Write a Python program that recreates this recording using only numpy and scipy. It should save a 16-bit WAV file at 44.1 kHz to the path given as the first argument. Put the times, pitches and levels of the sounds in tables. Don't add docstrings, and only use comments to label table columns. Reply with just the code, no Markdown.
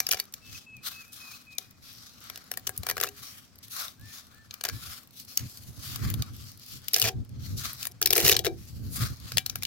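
import sys
import numpy as np
from scipy import signal
from scipy.fft import rfft, irfft, next_fast_len
from scipy.io import wavfile
from scipy.ndimage import uniform_filter1d

SR = 44100
rng = np.random.default_rng(int(sys.argv[2]) if len(sys.argv) > 2 else 0)


def output_pcm(signal):
    pcm = np.clip(np.atleast_2d(signal).T, -1, 1) * 32767
    wavfile.write(sys.argv[1], SR, np.round(pcm).astype(np.int16))


N = 426006
T = np.arange(N) / SR
T_COARSE = T[::32]
LEAD_S = .005
TOP_HZ = 16150
# frequency in Hz, left minus right in dB.
POT_PAN = [(600, 1.5), (1290, 8), (2380, 7.5), (4400, 3.5), (8000, -0.5), (15000, 4.5)]


def undb(db):
    return 10 ** (np.asarray(db) / 20)


def unit(x):
    return x / np.sqrt(np.mean(x ** 2) + 1e-20)


def along(points, hz):
    point_hz, point_db = np.transpose(points)
    return np.interp(np.log(hz + 1), np.log(point_hz), point_db)


def coloured(x, points):
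    size = next_fast_len(N)
    gain = undb(along(points, np.fft.rfftfreq(size, 1 / SR)))
    return irfft(rfft(x, size) * gain, size)[..., :N]


def walk(rate_hz):
    knots = rng.standard_normal(4096)
    return 1.2 * np.interp(T * rate_hz, np.arange(len(knots)), knots)


def pair(size, likeness):
    noise = rng.standard_normal((3, size))
    shared = np.clip(likeness, 0, 1)
    return np.sqrt(shared) * noise[0] + np.sqrt(1 - shared) * noise[1:]


def sides(pan_db):
    gain = undb(np.array([[.5], [-.5]]) * pan_db)
    return gain / np.sqrt(np.mean(gain ** 2, axis=0))


def add(out, start_s, x):
    i = min(int(start_s * SR), N - 1)
    x, i = x[:, max(-i, 0):], max(i, 0)
    out[:, i:i + x.shape[1]] += x[:, :N - i]


def ring(x, modes):
    t = np.arange(SR // 3) / SR
    response = np.zeros(len(t))
    for k, (hz, db, t60_s) in enumerate(modes):
        response += (-1) ** k * undb(db - 60 * t / t60_s) * np.sin(2 * np.pi * hz * t)
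    return signal.fftconvolve(x, response[None], axes=1)


def echoes(x, t60_s):
    t = np.arange(SR // 2) / SR
    tail = pair(len(t), likeness=.6) * undb(-60 * t / t60_s) * (t > .003)
    return signal.fftconvolve(x, tail / np.sqrt(np.sum(tail[0] ** 2)), axes=1)[:, :N]


def disperse(hz, spread_s):
    return np.exp(-2j * np.pi * spread_s * (2 * np.sqrt(3000 * hz) - hz))


def crack(stub_hz, body_db, crisp_db, pan_db, rise_s=0.00076, spike_s=0.00052, shiver_s=0.0026,
          shiver=1.2, stub_db=7, stub_width=0.16, ripple_db=2, lead=0.15, lead_s=0.0011,
          spread_s=0.000467, size=1024):
    # frequency in Hz, gain in dB.
    snap_colour = [(100, -40), (280, -21.5), (400, -10.5), (700, -7), (900, -9), (1200, -6.5), (1800, -2.5),
                   (3000, 2), (4500, 4.5), (6200, 4), (8000, -1), (10000, 2), (12500, 7.5), (16000, 3)]
    t, hz = np.arange(size) / SR - LEAD_S, np.fft.rfftfreq(size, 1 / SR)
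    before, after = np.minimum(t, 0), np.maximum(t, 0)
    onset = np.exp(before / rise_s) + lead * np.exp(before / lead_s)
    decay = np.exp(-after / spike_s) + shiver * np.exp(-after / shiver_s)
    left, right = rfft(pair(size, likeness=0.63) * onset * decay)

    apart = np.clip(hz / 3000, 0, 1)
    delay_s = 6e-5 + 2.5e-5 * rng.standard_normal()
    right = (apart * right + (1 - apart) * left) * np.exp(-2j * np.pi * hz * delay_s)

    stubs = stub_db * np.exp(-(np.log((hz + 1) / stub_hz) / stub_width) ** 2)
    ripple = ripple_db * np.interp(hz, np.linspace(0, SR / 2, 48), rng.standard_normal(48))
    tilt = along([(1400, body_db), (3000, 0.02), (6500, 0.004), (10000, crisp_db)], hz)
    colour = undb(along(snap_colour, hz) + tilt + stubs + ripple) * disperse(hz, spread_s)
    x = irfft(np.array([left, right]) * colour * sides(pan_db + along(POT_PAN, hz)))
    return x / np.sqrt(np.sum(x ** 2) / (2 * .004 * SR))


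def strands(snap_db=1, bundle_db=1, scatter_db=4.0, count=16):
    # time in seconds, relative level in dB, stub pitch in Hz, body in dB, crispness in dB.
    snaps = [(.0031, -18, 6260, 4.5, -1.5), (.068, -23, 5200, 0, -7), (0.09, -25, 6500, 4.5, 1),
             (.1123, -20, 5140, -4, -14), (.116, -17.5, 2700, -2.5, 1), (.134, -23.5, 1720, 7, -9),
             (0.1445, -29.5, 4800, 10, -8), (0.2, -21.5, 4500, 0, -3.5), (0.3398, -31.5, 7000, -2, -3),
             (1.584, -24, 5300, -2.5, -4.5), (2.3, -32.5, 1270, 8.5, -3), (2.359, -37.5, 1390, -1, -5),
             (2.376, -37.5, 5700, 6, 2), (2.516, -25, 1650, 6, 2), (2.539, -35.5, 1350, 7, 0),
             (2.5739, -25.5, 1750, 11.5, 2), (2.6704, -25, 5900, 2.5, 0), (2.674, -24.5, 7300, 1, -4),
             (2.6933, -28, 1640, 11, 2.5), (2.7776, -26, 6700, -8, 14), (2.834, -33.5, 3830, 10, -2.5),
             (2.8677, -25, 1320, 12, .5), (2.8889, -25.5, 1620, 11, -2), (2.8995, -21.5, 1720, 14, 2.5),
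             (2.9122, -24.5, 1610, 15.5, 0), (2.969, -29, 1280, 13, -5), (2.98, -28, 1600, 12, 0),
             (3.0018, -27.5, 1290, 10.5, -4), (3.0126, -21, 1310, 11, 0.5), (3.0304, -26.5, 1410, 11, -10),
             (3.0367, -20, 1300, 9.5, -3), (3.0438, -27.5, 1280, 19, 2), (3.0893, -35.5, 7140, 4, 3),
             (3.8822, -36, 3930, 2, -3), (4.51, -37, 3870, -2, -15), (4.5408, -34.5, 1320, 2, -5),
             (4.611, -34, 4900, 9.5, -3.5), (4.6389, -25.5, 1270, 3, -2), (4.652, -23.5, 1740, 9, -4),
             (4.6884, -25.5, 4870, 12, 0.5), (5.96, -29, 1310, 5, -1.5), (6.102, -27.5, 3290, 7, 9),
             (6.1407, -28.5, 3900, 4, 3), (6.2228, -27.5, 4470, -2, -4), (6.884, -24.5, 2900, -6, 0.5),
             (6.935, -18, 4140, 5, 9), (6.9433, -14, 5070, -7.5, -7), (6.9484, -28, 2700, -8, 13),
             (6.999, -18, 4600, -1, 7), (7.0173, -16, 5100, 5, -2), (7.025, -18, 2870, -4, -4),
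             (7.732, -33.5, 1390, 9, 12), (7.8295, -28, 2980, -8, 0.5), (7.8538, -28, 1290, 5, 2.5),
             (7.8702, -25, 1760, 6, 5.5), (8.0167, -20, 1700, 8.5, 3.5), (8.027, -17.5, 5130, -5, -1),
             (8.0598, -12.5, 5200, -1.5, -0.5), (8.073, -19.5, 5400, -1, -2), (8.1065, -15, 5300, 2, 0.5),
             (8.114, -30, 3900, 9, -4), (8.1284, -18.5, 3290, 6, 2), (8.1325, -13, 2900, -4, 2.5),
             (8.155, -23, 5460, -4, 1.5), (8.1684, -18, 1300, -8, 6), (8.18, -14, 1980, 7, 6),
             (8.2534, -21, 4040, -12, 2), (8.2803, -13, 2040, -6, -1), (8.2894, -16.5, 2670, -4, -4),
             (8.295, -12, 2250, 4, 2.5), (8.3183, -20, 2100, 5, 2), (8.3264, -18.5, 3320, -7, -17),
             (8.3663, -16, 4360, -4, -5.5), (8.3919, -20.5, 3530, -4, -6), (8.4475, -28, 2680, 13.5, -5),
             (8.453, -24, 3770, 2, 9), (8.467, -22, 3910, 15.5, -10), (9.32, -31.5, 1490, 10, -5),
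             (9.372, -17, 4670, 10, -2), (9.3824, -15, 3220, 2, -2), (9.463, -23, 4330, -2, -1.5),
             (9.4983, -26, 5950, 3, -4.5), (9.5573, -26.5, 3740, 9.5, 1), (9.6245, -31.5, 2360, -1, -4),
             (9.6335, -25, 3640, 3, 2.5), (9.652, -26, 2900, -7, -10)]
    # start in seconds, end in seconds, relative level in dB, splinters per second,
    # body in dB, crispness in dB.
    bundles = [(0.108, .152, -30, 960, -0.5, -4), (0.164, .207, -42.5, 190, 11, -3),
               (2.884, 2.918, -35, 880, 6, -4), (3.022, 3.075, -38.5, 740, 11, -3),
               (4.639, 4.702, -38, 203, 13.5, -6), (5.375, 5.413, -44, 500, 6, -4),
               (6.936, 7.038, -29, 810, 2, -1.5), (7.038, 7.094, -27, 2150, 6.5, -7),
               (8.044, 8.163, -47.5, 210, 10, -19), (8.148, 8.251, -26, 810, 4.5, -2),
               (8.246, 8.334, -21, 1600, 2, -4), (8.33, 8.353, -31, 316, 0, -18),
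               (8.441, 8.482, -34.5, 580, 7, -6)]
    out = np.zeros((2, N))
    for s, db, stub_hz, body_db, crisp_db in snaps:
        pan_db = 1.5 + 2 * rng.standard_normal()
        snap = crack(stub_hz, body_db, crisp_db, pan_db)
        add(out, s - LEAD_S + .0003, undb(db + snap_db) * snap)
    for start, end, db, rate_hz, body_db, crisp_db in bundles:
        splinters = [crack(hz, body_db, crisp_db, pan_db=-2.5) for hz in np.geomspace(1500, 6500, count)]
        chance = rng.random((160, 3))[:max(int((end - start) * rate_hz), 2)]
        sizes = unit(undb(-scatter_db * np.log(chance[:, 1]))) / np.sqrt(.004 * rate_hz)
        for (when, _, which), size in zip(chance, sizes):
            splinter = splinters[int(which * len(splinters))]
            add(out, start - LEAD_S + when * (end - start), undb(db + bundle_db) * size * splinter)
    return out


def pot(breaks, bottom_db=-54, thud_db=-8, thud_t60_s=0.18, metal_db=-56, wall_db=-16, wall_t60_s=0.096):
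    # start in seconds, end in seconds, pitch in Hz, relative ring and thud level in dB.
    presses = [(0, 2, 397, 1), (2, 4, 407.7, 1.5), (4, 6.5, 400, -3), (6.5, 7.6, 381, 11.5),
               (7.9, 8.15, 334, 12.5), (8.15, 8.43, 338.6, 17), (8.43, 9.2, 338, 13.5),
               (9.2, 9.7, 398, -11)]
    # ratio to its pitch, relative level in dB, t60 in seconds.
    bottom = [(1, 4, 0.29), (1.13, 4.5, 0.063), (1.36, -41, 0.042), (1.62, -27, 0.036), (1.9, -2, 0.028)]
    # frequency in Hz, relative level in dB, t60 in seconds.
    metal = [(752.4, 5.5, 0.17), (1060, -1, 0.092), (1610, -7, 0.23), (1622, 10.5, 0.067),
             (1920, -20, 0.081), (2336, 6, 0.14), (2960, 0.5, 0.11), (3420, -28, 0.091), (3540, -23, .1),
             (3830, -1.5, 0.17), (5300, -28, .1), (6600, -10, .1)]
    out = undb(metal_db) * ring(breaks, metal)[:, :N]
    out += undb(wall_db) * echoes(breaks, wall_t60_s)
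    thud_colour = [(250, -24), (335, 11), (420, 5.5), (600, -8.0), (760, 0.5), (950, -19.5), (3000, -52)]
    thud = coloured(echoes(breaks, thud_t60_s), thud_colour)
    for start, end, hz, db in presses:
        press = slice(max(int(start * SR), 0), int(end * SR))
        modes = [(ratio * hz, mode_db, t60_s) for ratio, mode_db, t60_s in bottom]
        add(out, start, undb(bottom_db + db) * ring(breaks[:, press], modes))
        add(out, start, undb(thud_db + db) * thud[:, press])
    return out


def ticks(tick_db=-53, range_db=9, count=130):
    out = np.zeros((2, N))
    for when, loud, pitch in rng.random((count, 3)):
        tick = crack(3000 + 3000 * pitch, body_db=-12, crisp_db=4.5, pan_db=-0.5)
        add(out, when * N / SR, undb(tick_db + range_db * loud ** 2) * tick)
    return out


def steam_flow(slop_range_db=23.5, rise_bend=2.07, fade_bend=1.71):
    # peak in seconds, rise in seconds, fade in seconds,
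    # relative hiss in dB, fine spray over hiss in dB, low fizz over hiss in dB (before band trims).
    slops = [(.15, .3, 0.15, -52, -10, -3), (.37, .04, 0.14, -61.5, -6, -6),
             (.56, .16, .11, -47, -8, -13.5), (0.863, 0.038, 0.11, -41, 1, -6.5),
             (1.01, 0.12, 0.11, -52, -1, -6), (1.144, 0.03, .1, -47.5, 2.5, -18),
             (1.21, 0.096, 0.19, -50, -4, -5), (1.335, 0.089, 0.16, -51.5, -3, -9),
             (1.52, 0.025, 0.064, -58.5, -8, -10), (1.62, 0.037, 0.14, -57.5, -2, -8),
             (1.88, 0.09, 0.48, -50, -5, -11), (2.29, 0.19, 0.36, -53, -7, -4),
             (2.85, 0.41, 0.93, -58.5, -3, -4), (3.27, 0.16, .22, -47.5, 1, -8),
             (3.634, 0.01, 0.076, -50.5, 0, -35), (3.71, 0.017, 0.19, -46, 6, -24),
             (3.795, 0.08, 0.16, -40.5, 0, -4), (4.14, 0.14, .15, -48.5, -4.5, -8),
             (4.55, 0.58, 0.47, -62.5, -6, -1.5), (4.911, 0.29, 0.15, -46, 1, -7.5),
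             (5.2, 0.092, 0.072, -50, 3, -28), (5.295, 0.027, 0.18, -48.5, -0.5, -15),
             (5.42, 0.07, 0.09, -53, -7, -1), (5.6, 0.36, 0.36, -53.5, 4, -15),
             (5.89, 0.13, 0.18, -40.5, -1.5, -11), (6.09, 0.22, 0.12, -47, 1.5, -1.5),
             (6.21, 0.036, 0.15, -51, -12, -4), (6.43, 0.14, 0.17, -50, -2, -12),
             (6.64, 0.069, 0.15, -50.5, -4, -19), (6.75, 0.1, 0.063, -46, -0.5, -14.5),
             (6.88, 0.11, 0.36, -52.5, -9, -10), (7.47, 0.084, .13, -48, -0.5, -10),
             (7.585, 0.022, 0.081, -38.5, 1.5, -27), (7.645, 0.065, 0.13, -36.5, -0.5, -4.5),
             (7.825, 0.067, 0.064, -42.5, 2, -8), (8.64, 0.23, 0.88, -57.5, 1, -13),
             (8.945, 0.049, 0.15, -46.5, 12, -25), (9.025, 0.11, 0.13, -38.5, -3, -4),
             (9.32, 0.19, 0.087, -48.5, -5, -6.5), (9.62, 0.4, .2, -58.5, -4, -3.5)]
    # relative hiss in dB, fine spray over hiss in dB, low fizz over hiss in dB.
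    simmer = (-70, -10, -1.9)

    def power(db, spray_db, fizz_db):
        return undb(db + np.array([[0], [spray_db], [fizz_db]])) ** 2

    total = power(*simmer)
    for s, rise_s, fade_s, db, spray_db, fizz_db in slops:
        away = (np.maximum(s - T_COARSE, 0) / rise_s) ** rise_bend
        away += (np.maximum(T_COARSE - s, 0) / fade_s) ** fade_bend
        total = total + power(db - slop_range_db * away, spray_db, fizz_db)
    return [np.interp(T, T_COARSE, np.sqrt(p)) for p in total]


def shifting(x, depth_db, size=512):
    _, _, cells = signal.stft(x, nperseg=size)
    patches = rng.standard_normal(cells.shape[1:])
    for _ in range(2):
        patches = uniform_filter1d(patches, size=5, axis=0)
        patches = uniform_filter1d(patches, size=14, axis=1)
    return signal.istft(cells * undb(depth_db * unit(patches)), nperseg=size)[1][:, :N]


def sizzle(hiss_db=1.0, spray_db=-3.0, fizz_db=0.5, grain_db=2.5, flicker_db=2.37, patchy_db=2):
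    # frequency in Hz, gain in dB.
    sizzle_colour = [(350, -15), (600, -2.5), (740, -1.5), (920, -12), (1100, -0.5), (1350, -0.5),
                     (1750, -4.5), (2400, -3.5), (3200, -12.5), (4400, -1.5), (6000, 2), (8500, -5.5),
                     (12000, -2), (15800, -9.5)]
    hiss, spray, fizz = steam_flow()
    bursts = (rng.random(N) < .4) * undb(grain_db * np.minimum(rng.exponential(size=N), 4))
    grains = pair(N, likeness=0.015) * bursts * undb(flicker_db * walk(60))
    steam = coloured(shifting(grains, patchy_db), sizzle_colour)
    pans = [[(hz, sign * db / 2) for hz, db in POT_PAN] for sign in (1, -1)]
    steam = np.array([coloured(x, pan) for x, pan in zip(steam, pans)])
    low = coloured(steam, [(400, -11), (900, -1), (1200, 2.5), (1800, 1), (3200, -11.5), (6000, -52)])
    middle = coloured(steam, [(900, -44), (2000, -17.5), (3200, 6.5), (7000, -8), (11000, -14), (16000, -6.5)])
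    high = coloured(steam, [(4000, -51), (7000, -9.5), (9500, -2.5), (16000, 1.5)])
    out = unit(low) * fizz * undb(fizz_db)
    out += unit(middle) * hiss * undb(hiss_db)
    return out + unit(high) * spray * undb(spray_db)


def wind_force(breeze_db=2.5, flutter_db=3, flutter_hz=18, gust_edge_db=10, gust_bend=2.6):
    # time in seconds, relative level in dB.
    breeze_points = [(0.0, -66.5), (5.35, -64.5), (6.13, -42.5), (6.48, -58.5), (8.74, -50), (8.85, -50),
                     (9.66, -48)]
    # middle in seconds, length in seconds, relative level in dB.
    gusts = [(0.137, .06, -52), (0.524, 0.12, -51), (0.783, 0.076, -55), (2.801, 0.054, -39.5),
             (2.993, 0.28, -54), (4.038, 0.1, -48), (4.746, 0.082, -39), (4.86, 0.14, -49),
             (5.438, 0.081, -37.5), (5.699, 0.028, -39.5), (5.79, .04, -42.5), (5.928, 0.13, -44),
             (6.058, 0.1, -27.5), (6.146, .09, -30.5), (6.207, 0.036, -25), (6.362, 0.35, -46),
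             (6.756, 0.067, -43), (7.059, 0.067, -33), (7.189, 0.092, -32), (7.392, 0.22, -39),
             (7.55, 0.14, -34.5), (8.251, 0.038, -25), (8.339, 0.14, -37), (8.53, .04, -42),
             (8.87, 0.25, -36), (9.025, 0.1, -28), (9.118, 0.044, -34.5), (9.254, 0.023, -35.5),
             (9.37, .06, -35.5)]
    gust_power = np.zeros(len(T_COARSE))
    for s, length_s, db in gusts:
        away = np.abs(2 * (T_COARSE - s) / length_s) ** gust_bend
        gust_power += undb(db - gust_edge_db * away) ** 2
    level_db = np.interp(T, *np.transpose(breeze_points)) + breeze_db
    breeze = undb(level_db + flutter_db * walk(flutter_hz))
    return np.sqrt(breeze ** 2 + np.interp(T, T_COARSE, gust_power))


def air(buffet_db=1, outdoors_db=-62):
    # frequency in Hz, gain in dB.
    buffet_colour = [(20, -16), (45, -17), (70, -1), (115, 2), (170, -10.5), (250, -13), (330, -22.5),
                     (500, -33.5), (900, -49.5), (2000, -64)]
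    # frequency in Hz, gain in dB.
    outdoors_colour = [(30, -11), (100, -2), (250, 5), (340, -7.5), (600, -10), (1200, -15.5),
                       (3000, -19.5), (8000, -22), (16000, -47)]
    rumble = unit(coloured(pair(N, likeness=0.22), buffet_colour)) * wind_force() * undb(buffet_db)
    outdoors = unit(coloured(pair(N, likeness=0.51), outdoors_colour))
    return rumble + outdoors * undb(outdoors_db + walk(2.43))


def bird(bird_db=1, pan_db=2, waver=0.0026, trees_db=-10, trees_t60_s=0.82):
    # start in seconds, length in seconds, pitch in Hz, relative level in dB.
    falling_notes = [(.41, 0.14, 2634, -58.5), (.655, 0.15, 2590, -49.5), (.915, .145, 2580, -50.5),
                     (1.19, 0.15, 2525, -51), (1.46, .13, 2526, -51.5)]
    short_notes = [(.547, 0.02, 2570, -47.5), (.812, .025, 2550, -57), (1.075, 0.044, 2560, -60),
                   (1.333, 0.019, 2564, -49.5), (1.618, .035, 2470, -61)]
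    rising_notes = [(3.61, 0.12, 1785, -75), (3.975, 0.16, 1785, -59), (4.31, 0.14, 1770, -62.5),
                    (4.65, 0.17, 1730, -63)]
    # share of the note, pitch ratio, relative level in dB.
    falling = [(0, 1.005, -10), (.15, 1, -3), (.6, .995, 0), (.75, .975, -3), (.88, .925, -8),
               (1, .885, -13)]
    short = [(0, .99, -3), (.5, 1, 0), (1, .99, -6)]
    rising = [(0, .865, -9), (.2, .93, -6), (.4, .985, -2), (.65, 1, 0), (1, .995, -4)]
    out = np.zeros((2, N))
    for notes, shape in (falling_notes, falling), (short_notes, short), (rising_notes, rising):
        share, ratio, swell_db = np.transpose(shape)
        for s, length_s, hz, db in notes:
            u = np.linspace(0, 1, int(length_s * SR))
            wobble = np.interp(u, np.linspace(0, 1, 12), rng.standard_normal(12))
            pitch_hz = hz * np.interp(u, share, ratio) * (1 + waver * wobble)
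            loud = undb(db + bird_db + np.interp(u, share, swell_db) + wobble)
            loud = loud * signal.windows.tukey(len(u), .2)
            tone = np.sqrt(2) * np.sin(2 * np.pi * np.cumsum(pitch_hz) / SR)
            add(out, s, sides(pan_db) * loud * tone)
    return out + undb(trees_db) * echoes(out, trees_t60_s)


def squeak(start_s=3.066, length_s=0.035, from_hz=2350, to_hz=3050, db=-42):
    out, pitch_hz = np.zeros((2, N)), np.linspace(from_hz, to_hz, int(length_s * SR))
    tone = np.hanning(len(pitch_hz)) * np.sin(2 * np.pi * np.cumsum(pitch_hz) / SR)
    add(out, start_s, undb(db) * sides(5.5) * tone)
    return out


def spatula(tap_db=-2, contact_t60_s=0.0076, free_db=-21, click_db=-1.0, size=8192):
    # time in seconds, relative level in dB.
    taps = [(5.199, -37.5), (5.3743, -14.5), (5.398, -40), (5.573, -39.5)]
    # frequency in Hz, relative level in dB, free t60 in seconds.
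    blade = [(2930, -9, 0.12), (4520, 2, 0.087), (6530, 3, 0.094), (8300, -6, 0.08), (11670, 3, 0.057),
             (12300, -12, .05), (14700, -3, .04)]
    out, t = np.zeros((2, N)), np.arange(size) / SR
    for s, db in taps:
        knock = np.zeros((2, size))
        for hz, mode_db, t60_s in blade:
            decay = undb(-60 * t / contact_t60_s) + undb(free_db - 60 * t / t60_s)
            cycles = hz * t + rng.random() + 0.15 * rng.random((2, 1))
            knock += undb(mode_db) * decay * np.sin(2 * np.pi * cycles)
        add(out, s, undb(db + tap_db) * knock * np.minimum(t / 0.0018, 1))
        click = crack(6000, body_db=-12.5, crisp_db=2.5, pan_db=-2)
        add(out, s - LEAD_S + 0.0005, undb(db + click_db) * click)
    return out


def scene():
    breaks = strands()
    pasta_and_pot = breaks + pot(breaks) + ticks() + squeak() + spatula()
    return pasta_and_pot + sizzle() + air() + bird()


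def record(dry):
    lowpass = signal.ellip(10, .2, 70, TOP_HZ, fs=SR, output="sos")
    return signal.sosfilt(lowpass, np.clip(dry, -1, 1))


dry = scene()
out = record(dry)
output_pcm(out)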